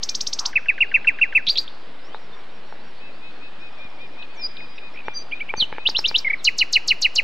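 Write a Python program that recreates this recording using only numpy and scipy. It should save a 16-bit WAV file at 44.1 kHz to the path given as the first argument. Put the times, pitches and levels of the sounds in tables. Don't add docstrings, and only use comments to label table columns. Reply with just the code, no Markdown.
import sys
import numpy as np
from scipy import signal
from scipy.io import wavfile
from scipy.ndimage import uniform_filter1d, minimum_filter1d

SR = 44100
rng = np.random.default_rng(int(sys.argv[2]) if len(sys.argv) > 2 else 0)


def elevation(decibels):
    levels = np.asarray(decibels, float)
    return 10 ** (levels / 20)


def dump(signal):
    limited = np.clip(np.atleast_2d(signal).T, -1, 1)
    pcm = np.round(limited * 32767).astype(np.int16)
    wavfile.write(sys.argv[1], SR, pcm)


N = 318843


def evened(x):
    return x / np.sqrt(np.mean(x ** 2) + 1e-20)


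def read(points, hz):
    f, value = np.transpose(points)
    return np.interp(np.log(hz + 1), np.log(f + 1), value)


def band(x, lo_hz, hi_hz, order=2):
    return signal.sosfiltfilt(signal.butter(order, [lo_hz, hi_hz], "bandpass", fs=SR, output="sos"), x)


def add(mix, s, sound):
    part = mix[round(s * SR):][:len(sound)]
    part += sound[:len(part)]


def stroke(rows, quiver_db=0.7):
    s, hz, db = np.transpose(rows)
    t = np.arange(s[0], s[-1], 1 / SR)
    hz = uniform_filter1d(np.interp(t, s, hz), size=70, mode="nearest")
    size = uniform_filter1d(np.interp(t, s, elevation(db)), size=70, mode="nearest")
    quiver = quiver_db * np.sin(2 * np.pi * (rng.uniform(120, 260) * t + rng.random()))
    tone = np.sin(2 * np.pi * (np.cumsum(hz) / SR + rng.random()))
    soft_ends = signal.windows.tukey(len(t), min(1, 90 / len(t)))
    return s[0], size * elevation(quiver) * tone * soft_ends


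def glides(table):
    out = np.zeros(N)
    for s, length, first_hz, last_hz, db in table:
        middle = (s + length / 2, (first_hz + last_hz) / 2, db)
        add(out, *stroke([(s, first_hz, db - 12.5), middle, (s + length, last_hz, db - 8.5)]))
    return out


# t/s after its start, f/Hz, level/dB
TRILL = [
    [(0.002, 2900, -49), (0.0045, 4100, -29), (0.008, 5900, -24), (0.012, 7400, -37), (0.018, 8400, -45)],
    [(0.0045, 2400, -44), (0.0075, 4000, -21), (0.0105, 5100, -16.5), (0.0135, 6100, -21),
     (0.016, 6800, -40)],
]
CHUP = [
    [(-0.001, 2250, -32), (0.002, 2520, -12), (0.005, 2680, -8.5), (0.009, 2735, -8), (0.014, 2630, -8.2),
     (0.02, 2380, -8), (0.024, 2082, -16), (0.03, 1850, -30), (0.048, 1430, -48)],
]
LEAD = [
    [(0.0, 2450, -28), (0.003, 1750, -30), (0.008, 1574, -34.5), (0.016, 1396, -45.5)],
    [(0.0, 3500, -54.5), (0.006, 2950, -43), (0.014, 2550, -55.5)],
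]
DROP = [
    [(0, 7080, -46), (.005, 5920, -30.5), (.011, 4990, -17.5), (.015, 4650, -19.5), (.02, 3900, -31)],
]
PIP = [
    [(0.0, 2360, -39), (0.007, 2810, -30.5), (0.014, 3330, -42)],
    [(0.008, 2120, -27.5), (0.014, 2260, -23), (0.021, 2350, -20.5), (0.028, 2224, -29.5),
     (0.033, 2430, -39)],
]
RISE = [
    [(0.0, 2790, -24), (0.004, 2740, -18.5), (0.01, 3013, -10), (0.016, 3320, -14), (0.021, 3876, -9.5),
     (0.026, 4300, -14.5)],
]
FALL = [
    [(0.002, 8100, -56), (0.007, 6010, -17), (0.011, 4310, -12), (0.014, 3460, -20)],
    [(0.0, 12490, -33), (0.006, 9500, -40), (0.012, 5960, -33.5), (0.016, 4700, -12), (0.022, 4203, -13),
     (0.029, 3910, -18)],
    [(0.026, 2800, -32), (0.032, 2950, -14), (0.036, 2930, -6.5), (0.044, 2550, -7), (0.049, 2100, -13),
     (0.053, 1900, -32), (0.06, 1600, -42)],
]
LIFT = [
    [(0.0, 2050, -29), (0.006, 3300, -22), (0.011, 4200, -8), (0.015, 4550, -13), (0.019, 4700, -12.5),
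     (0.027, 4800, -21), (0.033, 4850, -32), (0.041, 4900, -44)],
]
HOOK = [
    [(0.0, 1950, -38), (0.004, 2170, -19), (0.01, 2295, -11), (0.016, 2070, -14.5), (0.019, 1930, -25),
     (0.025, 1600, -41)],
]
# t/s after its start, f/Hz, level/dB
CLIPPED_CHUP = [
    [(0.0, 2570, -33), (0.003, 2720, -12), (0.009, 2620, -9.5), (0.016, 2410, -8), (0.022, 2010, -20),
     (0.03, 1770, -33), (0.044, 1520, -40)],
]
DIP = [
    [(0.001, 6500, -44), (0.004, 4300, -28), (0.008, 3300, -17), (0.014, 3400, -19), (0.019, 4000, -10.5),
     (0.022, 4900, -22), (0.026, 6400, -36)],
    [(0.0, 4400, -24), (0.002, 3500, -17), (0.004, 2600, -27), (0.007, 2000, -38)],
]
FORK = [
    [(0.005, 4300, -30), (0.009, 3850, -19), (0.017, 3900, -17)],
]
BOWL = [
    [(0.0, 5000, -32), (0.004, 3800, -24), (0.01, 3200, -22), (0.016, 3500, -24), (0.019, 3950, -12),
     (0.021, 4500, -27), (0.023, 5000, -16), (0.025, 5800, -34), (0.03, 7800, -46)],
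    [(0.0, 4300, -27), (0.002, 3000, -25), (0.005, 2000, -36)],
]
SIGH = [
    [(0.0, 7870, -69), (0.015, 6330, -62), (0.035, 5560, -53), (0.065, 5230, -43), (0.09, 4910, -28),
     (0.108, 4877, -20.5), (0.121, 4940, -27), (0.126, 5150, -43), (0.133, 5600, -50)],
    [(0.125, 4930, -46), (0.18, 4920, -50), (0.205, 4915, -60), (0.23, 4915, -52), (0.31, 4910, -52),
     (0.33, 4910, -63), (0.365, 4910, -51), (0.41, 4905, -61), (0.54, 4900, -62)],
]
DUET = [
    [(0.007, 4680, -43), (0.019, 4810, -31.5), (0.039, 4766, -23.5), (0.054, 4660, -37), (0.079, 4784, -33),
     (0.091, 4800, -38)],
    [(0.0, 5960, -52), (0.044, 6120, -37.5), (0.064, 6000, -43), (0.091, 6140, -57)],
]
SLIDE = [
    [(0.0, 6500, -60), (0.012, 6010, -36), (0.022, 6140, -32), (0.029, 6040, -40)],
    [(0.009, 4550, -32.5), (0.022, 4690, -32), (0.034, 4470, -24), (0.045, 3940, -10.5),
     (0.055, 3300, -16.5), (0.065, 3030, -11.5), (0.075, 2975, -19), (0.083, 2680, -39)],
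]
SURGE = [
    [(0.0, 2720, -28), (0.004, 2720, -18), (0.012, 3020, -15.5), (0.018, 3550, -17), (0.022, 4050, -9.5),
     (0.026, 4300, -24)],
    [(0.035, 5500, -32), (0.039, 5450, -19), (0.044, 5250, -16), (0.047, 4800, -21), (0.051, 4300, -30)],
]
HELD = [
    [(0.0, 2280, -30), (0.003, 2240, -17), (0.01, 2170, -17.5), (0.018, 2050, -30), (0.026, 2129, -13),
     (0.035, 2090, -14), (0.038, 1920, -27), (0.045, 1650, -32)],
]
# t/s, effort level/dB, stretch in time [factor], shift of f [factor]
TRILLS = [
    (0.025, 1, 1.01),
    (0.085, 1.1, 0.95),
    (0.143, 1.1, 1.01),
    (0.202, 0.8, 1.01),
    (0.263, 1, 1.01),
    (0.3245, 1, 1.01),
    (0.384, 1.5, 1.05),
    (0.45, 3, 1.08, 0.95),
]
CHUPS = [
    (.556, -1.5, .88, .98),
    (.8053, -.3, 1.12, 1.035),
    (.941, .3, 1, 1),
    (1.0715, .7, .98, 1.005),
    (1.213, .1, 1.16, 1.02),
    (1.3505, .3, 1.24, .99),
]
DROPS = [
    (5.89, -1.6, .8, 0.98),
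    (6.074, -0.33, 1.2, 0.99),
    (6.177, -0.67, 0.91, 1.027),
]
PIPS = [
    (5.3118, 0.15, 1.1, 1.044),
    (5.397, -0.27, 1.03, 1.014),
    (5.483, -0.88, 1.08, 1.02),
]
RISES = [
    (5.855, 0.6, 0.91, 0.96),
    (6.041, -1, 0.95, 0.96),
    (6.143, 1.5, 0.92, 0.97),
]
FALLS = [
    (6.4403, -1),
    (6.579, -1.9),
    (6.724, -0.19),
    (6.874, -1.3),
    (7.014, -1.6, 1.04),
    (7.1512, -2.3),
]
LIFTS = [
    (1.487, 0.1, 1.01),
    (1.5755, -1.5, 0.85),
]
HOOKS = [
    (6.296, -1.5),
    (6.329, -2.5, 0.84, 1.015),
]
# pattern, t/s
ONCE = [
    (CLIPPED_CHUP, 0.684),
    (DIP, 1.467),
    (FORK, 1.467),
    (BOWL, 1.555),
    (SIGH, 4.345),
    (DUET, 5.136),
    (SLIDE, 5.563),
    (SURGE, 5.9475),
    (HELD, 6.246),
]
# t/s, length/s, first f/Hz, last f/Hz, level/dB
CLUCKS = [
    (1.677, 0.006, 2770, 4170, -28),
    (4.222, 0.007, 4200, 3200, -34.5),
    (4.226, 0.0074, 3200, 2400, -35),
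    (4.567, 0.008, 4600, 2700, -32.5),
    (4.602, 0.009, 2400, 1940, -34.5),
    (4.778, 0.012, 2650, 2450, -30.5),
    (4.785, 0.007, 3300, 2700, -41),
    (4.779, 0.011, 3970, 3500, -39.5),
    (5.877, 0.011, 4250, 5050, -28),
    (5.851, 0.006, 2550, 2650, -30),
]
# t/s, first f/Hz, last f/Hz, sag of f/Hz,
# level/dB, sag of level/dB, step/s
ROLLS = [
    (4.9425, 2650, 2420, -50, -29, -2.1, 0.0146),
    (5.72, 2550, 2250, -15, -37, -0.5, 0.0133),
    (5.72, 1800, 1650, -5, -40, -0.8, 0.0133),
]


def near_bird():
    rasp = 1 + 0.3 * evened(band(rng.standard_normal(N), 150, 690))
    rolled = []
    for s, first_hz, last_hz, sag_hz, db, sag_db, step_s in ROLLS:
        for k in range(6):
            bend_hz = sag_hz * (k - 3) ** 2
            level_db = db + sag_db * (k - 5 / 2) ** 2
            rolled.append((s + k * step_s, 0.009, first_hz + bend_hz, last_hz + bend_hz, level_db))
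    out = glides(CLUCKS + rolled) * rasp
    lead_s, soft_db, full_db, warm_s = 0.0263, -1.5, 3.5, 0.75
    chup_times = [row[0] for row in CHUPS] + [ONCE[0][1]]
    leads = [(s - lead_s, soft_db if s < warm_s else full_db) for s in chup_times]
    song = [(TRILL, TRILLS), (CHUP, CHUPS), (LEAD, leads), (DROP, DROPS), (PIP, PIPS), (RISE, RISES),
            (FALL, FALLS), (LIFT, LIFTS), (HOOK, HOOKS)]
    song += [(syllable, [(s,)]) for syllable, s in ONCE]
    for syllable, times in song:
        for row in times:
            s, effort_db, stretch, pitch = row + (0, 0, 1, 1)[len(row):]
            for rows in syllable:
                add(out, *stroke(np.array(rows) * [stretch, pitch, 1] + [s, 0, effort_db]))
    return out


# t/s, length/s, f/Hz, level/dB
WHISTLES = [(0.088, 0.044, 2420, -48), (3.0, 0.115, 2590, -52), (3.22, 0.095, 2550, -50),
            (3.415, 0.08, 2560, -50), (3.605, 0.09, 2510, -49), (3.785, 0.095, 2435, -48),
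            (3.995, 0.075, 2440, -48), (4.18, 0.075, 2530, -46), (4.375, 0.087, 2410, -46),
            (4.565, 0.095, 2480, -47), (4.815, 0.08, 2490, -49), (5.045, 0.105, 2390, -48),
            (5.345, 0.045, 2480, -47), (5.545, 0.08, 2430, -49), (5.79, 0.055, 2520, -47),
            (6.06, 0.075, 2380, -47)]
# share of its length, shift of f [factor], level/dB
WHISTLE_SHAPE = [
    (0, 0.96, -7),
    (0.25, 0.997, -0.5),
    (0.7, 1.007, -1.5),
    (1, 0.97, -6),
]


def far_bird(ratio):
    out = np.zeros(N)
    for start, length, hz, db in WHISTLES:
        scoop = (-.015 / length, .88, -17)
        rows = np.array([scoop] + WHISTLE_SHAPE) * [length, hz * ratio, 1] + [start, 0, db]
        s, tone = stroke(rows)
        add(out, s, elevation(5.2) * tone)
        add(out, s + .105, elevation(-5.5) * tone)
    return out


# t/s, blow level/dB, level/dB of the thump under it
TAPS = [(1.482, -49, -34.5), (2.144, -24.5, -67), (2.723, -31, -55), (3.851, -46, -38), (5.081, -16, -36),
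        (5.537, -15, -37), (5.579, -34, -34), (5.623, -29, -32), (5.7245, -21.5, -37), (5.781, -21, -43),
        (5.887, -20.5, -42), (5.988, -20.5, -40), (6.111, -23.5, -39)]
# f/Hz, level/dB, time to fade by 60 dB/s
HOLLOW = [
    (858, -2, 0.023),
    (1390, 3.5, 0.0027),
    (2400, -48, .006),
    (410, 3.5, 0.0083),
]


def taps():
    out, t = np.zeros(N), np.arange(4000) / SR
    ring = sum(elevation(db - 60 * t / t60) * np.cos(2 * np.pi * hz * t) for hz, db, t60 in HOLLOW)
    ring = band(np.r_[np.zeros(400), ring], 330, 3000, order=4)
    muffled = 1.4 * band(ring, 380, 2120)
    thump = np.sin(2 * np.pi * 210 * t) * elevation(-60 * t / 0.012)
    for s, blow_db, thump_db in TAPS:
        add(out, s - 400 / SR + 0.00246, elevation(blow_db - 1.5) * (ring if s > 3 else muffled))
        add(out, s, elevation(thump_db + 10) * thump)
    return out


# t/s, level/dB
RUSTLE = [
    (0.37, -57),
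    (0.414, -38),
    (0.472, -38),
    (0.498, -44),
    (0.52, -60),
]


def rustle():
    s, db = np.transpose(RUSTLE)
    grains = rng.standard_normal(N) * elevation(2.2 * rng.exponential(1, N))
    loudness = elevation(np.interp(np.arange(N) / SR, s, db, -120, -120))
    return loudness * evened(band(grains, 720, 1490))


# t/s, length/s, first f/Hz, last f/Hz, level/dB
DISTANT = [(2.0, 0.087, 4700, 5780, -57), (2.08, 0.055, 2880, 3150, -51), (2.122, 0.045, 3050, 4250, -47),
           (3.35, 0.03, 4500, 3950, -55), (2.32, 0.035, 3640, 3520, -51), (4.31, 0.065, 4700, 4250, -56),
           (4.38, .09, 4300, 4400, -55), (5.03, .07, 4600, 4150, -57), (.87, 0.055, 4700, 4620, -56.5),
           (4.75, .035, 5800, 5000, -58), (6.372, 0.045, 4600, 3350, -47)]
# length/s, first f/Hz, last f/Hz
UPSLUR = (0.055, 3950, 4750)
# t/s, level/dB
UPSLURS = [
    (2.31, -62),
    (2.47, -60),
    (2.63, -60),
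    (2.79, -59),
    (2.95, -55),
    (3.11, -55),
    (3.29, -58),
    (3.53, -61),
]
# length/s, first f/Hz, last f/Hz
SEEP = (0.1, 5640, 5500)
# t/s, level/dB
SEEPS = [
    (2.17, -69),
    (2.32, -69),
    (2.5, -70),
    (2.65, -68),
    (2.82, -69),
]


def distant_birds():
    twitter = [(s, .022, 5600, 5000, -62) for s in 3.66 + .058 * np.arange(10)]
    chatter = []
    for a, b, c, d in rng.random((30, 4)):
        first_hz = 3500 + 2200 * c
        chatter.append((1.8 + 3.5 * a, .02 + .05 * b, first_hz, first_hz + 900 * (d - .5), -59 - 6 * b))
    repeated = [(s, *note, db) for note, times in [(UPSLUR, UPSLURS), (SEEP, SEEPS)] for s, db in times]
    flutter = 1 + 0.25 * evened(band(rng.standard_normal(N), 20, 160))
    return glides(DISTANT + chatter + twitter + repeated) * flutter


# delay t/s, level/dB
ECHOES = [
    (.0045, -18),
    (.0085, -23.5),
    (.013, -24.5),
    (.095, -44.5),
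    (0.121, -42.5),
]
# f/Hz, time to fade by 60 dB/s
GARDEN = [
    (1500, .5),
    (2800, .72),
    (4500, .75),
    (4950, 1.05),
    (5500, 1.05),
    (8000, .6),
    (13000, .3),
]


def garden(x, quick_db=-18, quick_t60=0.074, long_db=-27):
    t = np.arange(SR) / SR
    scatter = rng.standard_normal((2, SR)) * (t > .003)
    hz, frames, z = signal.stft(scatter, SR, nperseg=256)
    fade = elevation(-60 * frames / read(GARDEN, hz)[:, None])
    tail = signal.istft(z * fade, SR, nperseg=256)[1][:, :SR]
    quick = (band(scatter, 3400, 9000) + 0.18 * scatter) * elevation(-60 * t / quick_t60)
    answer = elevation(long_db) * tail / np.linalg.norm(tail[0])
    answer += elevation(quick_db) * quick / np.linalg.norm(quick[0])
    for s, db in ECHOES:
        answer[0, round(s * SR)] += elevation(db)
    return signal.fftconvolve(x[None], answer, axes=1)[:, :N]


# f/Hz, level/dB (per Hz)
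AIR = [(60, -40.5), (95, -9), (140, -4.5), (240, -1.5), (750, -2.5), (2150, -8.5), (3300, -11.5),
       (4800, -17.5), (6000, -30.5), (8500, -37.5), (11500, -30.5), (13500, -59.5)]


def air(patchy_db=1.29):
    frames, hz = N // 256 + 5, np.fft.rfftfreq(1024, 1 / SR)
    a, b, patches = rng.standard_normal((frames, 513, 3)).T
    patches = evened(uniform_filter1d(uniform_filter1d(patches, size=10, axis=0), size=14, axis=1))
    z = (a + 1j * b) * elevation(read(AIR, hz)[:, None] + patchy_db * patches)
    return elevation(-46) * evened(signal.istft(z, nperseg=1024, noverlap=768)[1][:N])


def scene():
    near, far, upper = near_bird(), far_bird(1), far_bird(3 / 2)
    distant = distant_birds()
    wet_mid, wet_side = garden(near + far + 3 * distant)
    mid = near + far + elevation(-22.5) * upper + distant + wet_mid + taps() + rustle() + air()
    side = -.06 * near - 0.26 * np.gradient(near)
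    side += 0.77 * far - 3.0 * np.gradient(far) + elevation(-3.5) * upper
    side += 1.1 * distant + elevation(-2.5) * wet_side + elevation(-5) * air()
    side = band(side, 1900, 4060, order=6)
    return np.array([mid + side, mid - side])


def haze(x, frames, bins, db, lag):
    hz, _, z = signal.stft(x, SR, nperseg=256, noverlap=192)
    power = abs(z) ** 2
    steady = minimum_filter1d(uniform_filter1d(power, size=3, axis=0), size=11, axis=1)
    steady = -minimum_filter1d(-steady, size=19, axis=1)
    treble_share = np.clip((hz[:, None] - 2900) / 1500, .06, 1) ** 2
    power = np.maximum(power - 5 * steady, 0) * treble_share
    for _ in range(2):
        power = uniform_filter1d(uniform_filter1d(power, size=bins, axis=0), size=frames, axis=1, origin=lag)
    a, b = rng.standard_normal((z.shape[1], len(z), 2)).T
    grain = np.sqrt(abs(power)) * (a + 1j * b)
    return elevation(db) * signal.istft(grain, nperseg=256, noverlap=192)[1][:N]


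def starve(x, from_hz=5200, below_db=-50, chance_db=9):
    hz, _, z = signal.stft(x - x.mean(), SR, nperseg=1024, noverlap=768)
    power = uniform_filter1d(abs(z.mean(0)) ** 2, size=7, axis=0)
    strips = rng.standard_normal(power.T.shape).T
    strips = evened(uniform_filter1d(uniform_filter1d(strips, size=4, axis=0), size=16, axis=1))
    weak = power * elevation(2 * chance_db * strips) < elevation(2 * below_db) * power.max(0)
    lost = (hz[:, None] > from_hz) & weak
    return x - signal.istft(z * lost, nperseg=1024, noverlap=768)[1][:, :N]


def strip(lo_hz, hi_hz, open_share=0.7):
    is_open = rng.random(N // 1024 + 1) < open_share
    gate = uniform_filter1d(np.repeat(is_open, 1024)[:N] * 1., size=200)
    mid, side = band(rng.standard_normal((2, N)), lo_hz, hi_hz, order=4)
    return gate * evened(mid + 0.1 * side * np.array([[1], [-1]]))


def top_cut(x):
    return signal.sosfilt(signal.butter(12, 13730, fs=SR, output="sos"), x)


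def record(dry):
    knee = 1.3
    bent = knee * np.tanh(dry / knee) + 0.03 * (dry ** 2 - uniform_filter1d(dry ** 2, size=60))
    centre = dry.mean(0)
    grain = haze(centre, 7, 9, -9, 0) + haze(centre, 28, 25, -17.5, 5)
    dull = signal.sosfiltfilt(signal.butter(8, 8700, fs=SR, output="sos"), bent + grain)
    bent = dull + elevation(-8) * (bent - dull)
    treble = uniform_filter1d(band(grain, 3100, 9000) ** 2, size=1600, origin=400)
    body = uniform_filter1d(centre ** 2, size=3000)
    fizz = elevation(-24) * abs(treble) ** 0.5 * strip(11600, 12500, open_share=0.85)
    sheen = elevation(-34) * abs(treble) ** 0.5 * (strip(9700, 10100) + strip(10800, 11300, open_share=0.5))
    splash = elevation(-46) * abs(body) ** 0.5 * strip(3300, 6600, open_share=0.8)
    rumble = elevation(-33.5) * abs(body) ** 0.51 * evened(band(rng.standard_normal(N), 19, 89))
    offset = -.0477
    return top_cut(starve(bent) + fizz + sheen + splash + rumble + offset)


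dry = scene()
out = record(dry)
dump(out)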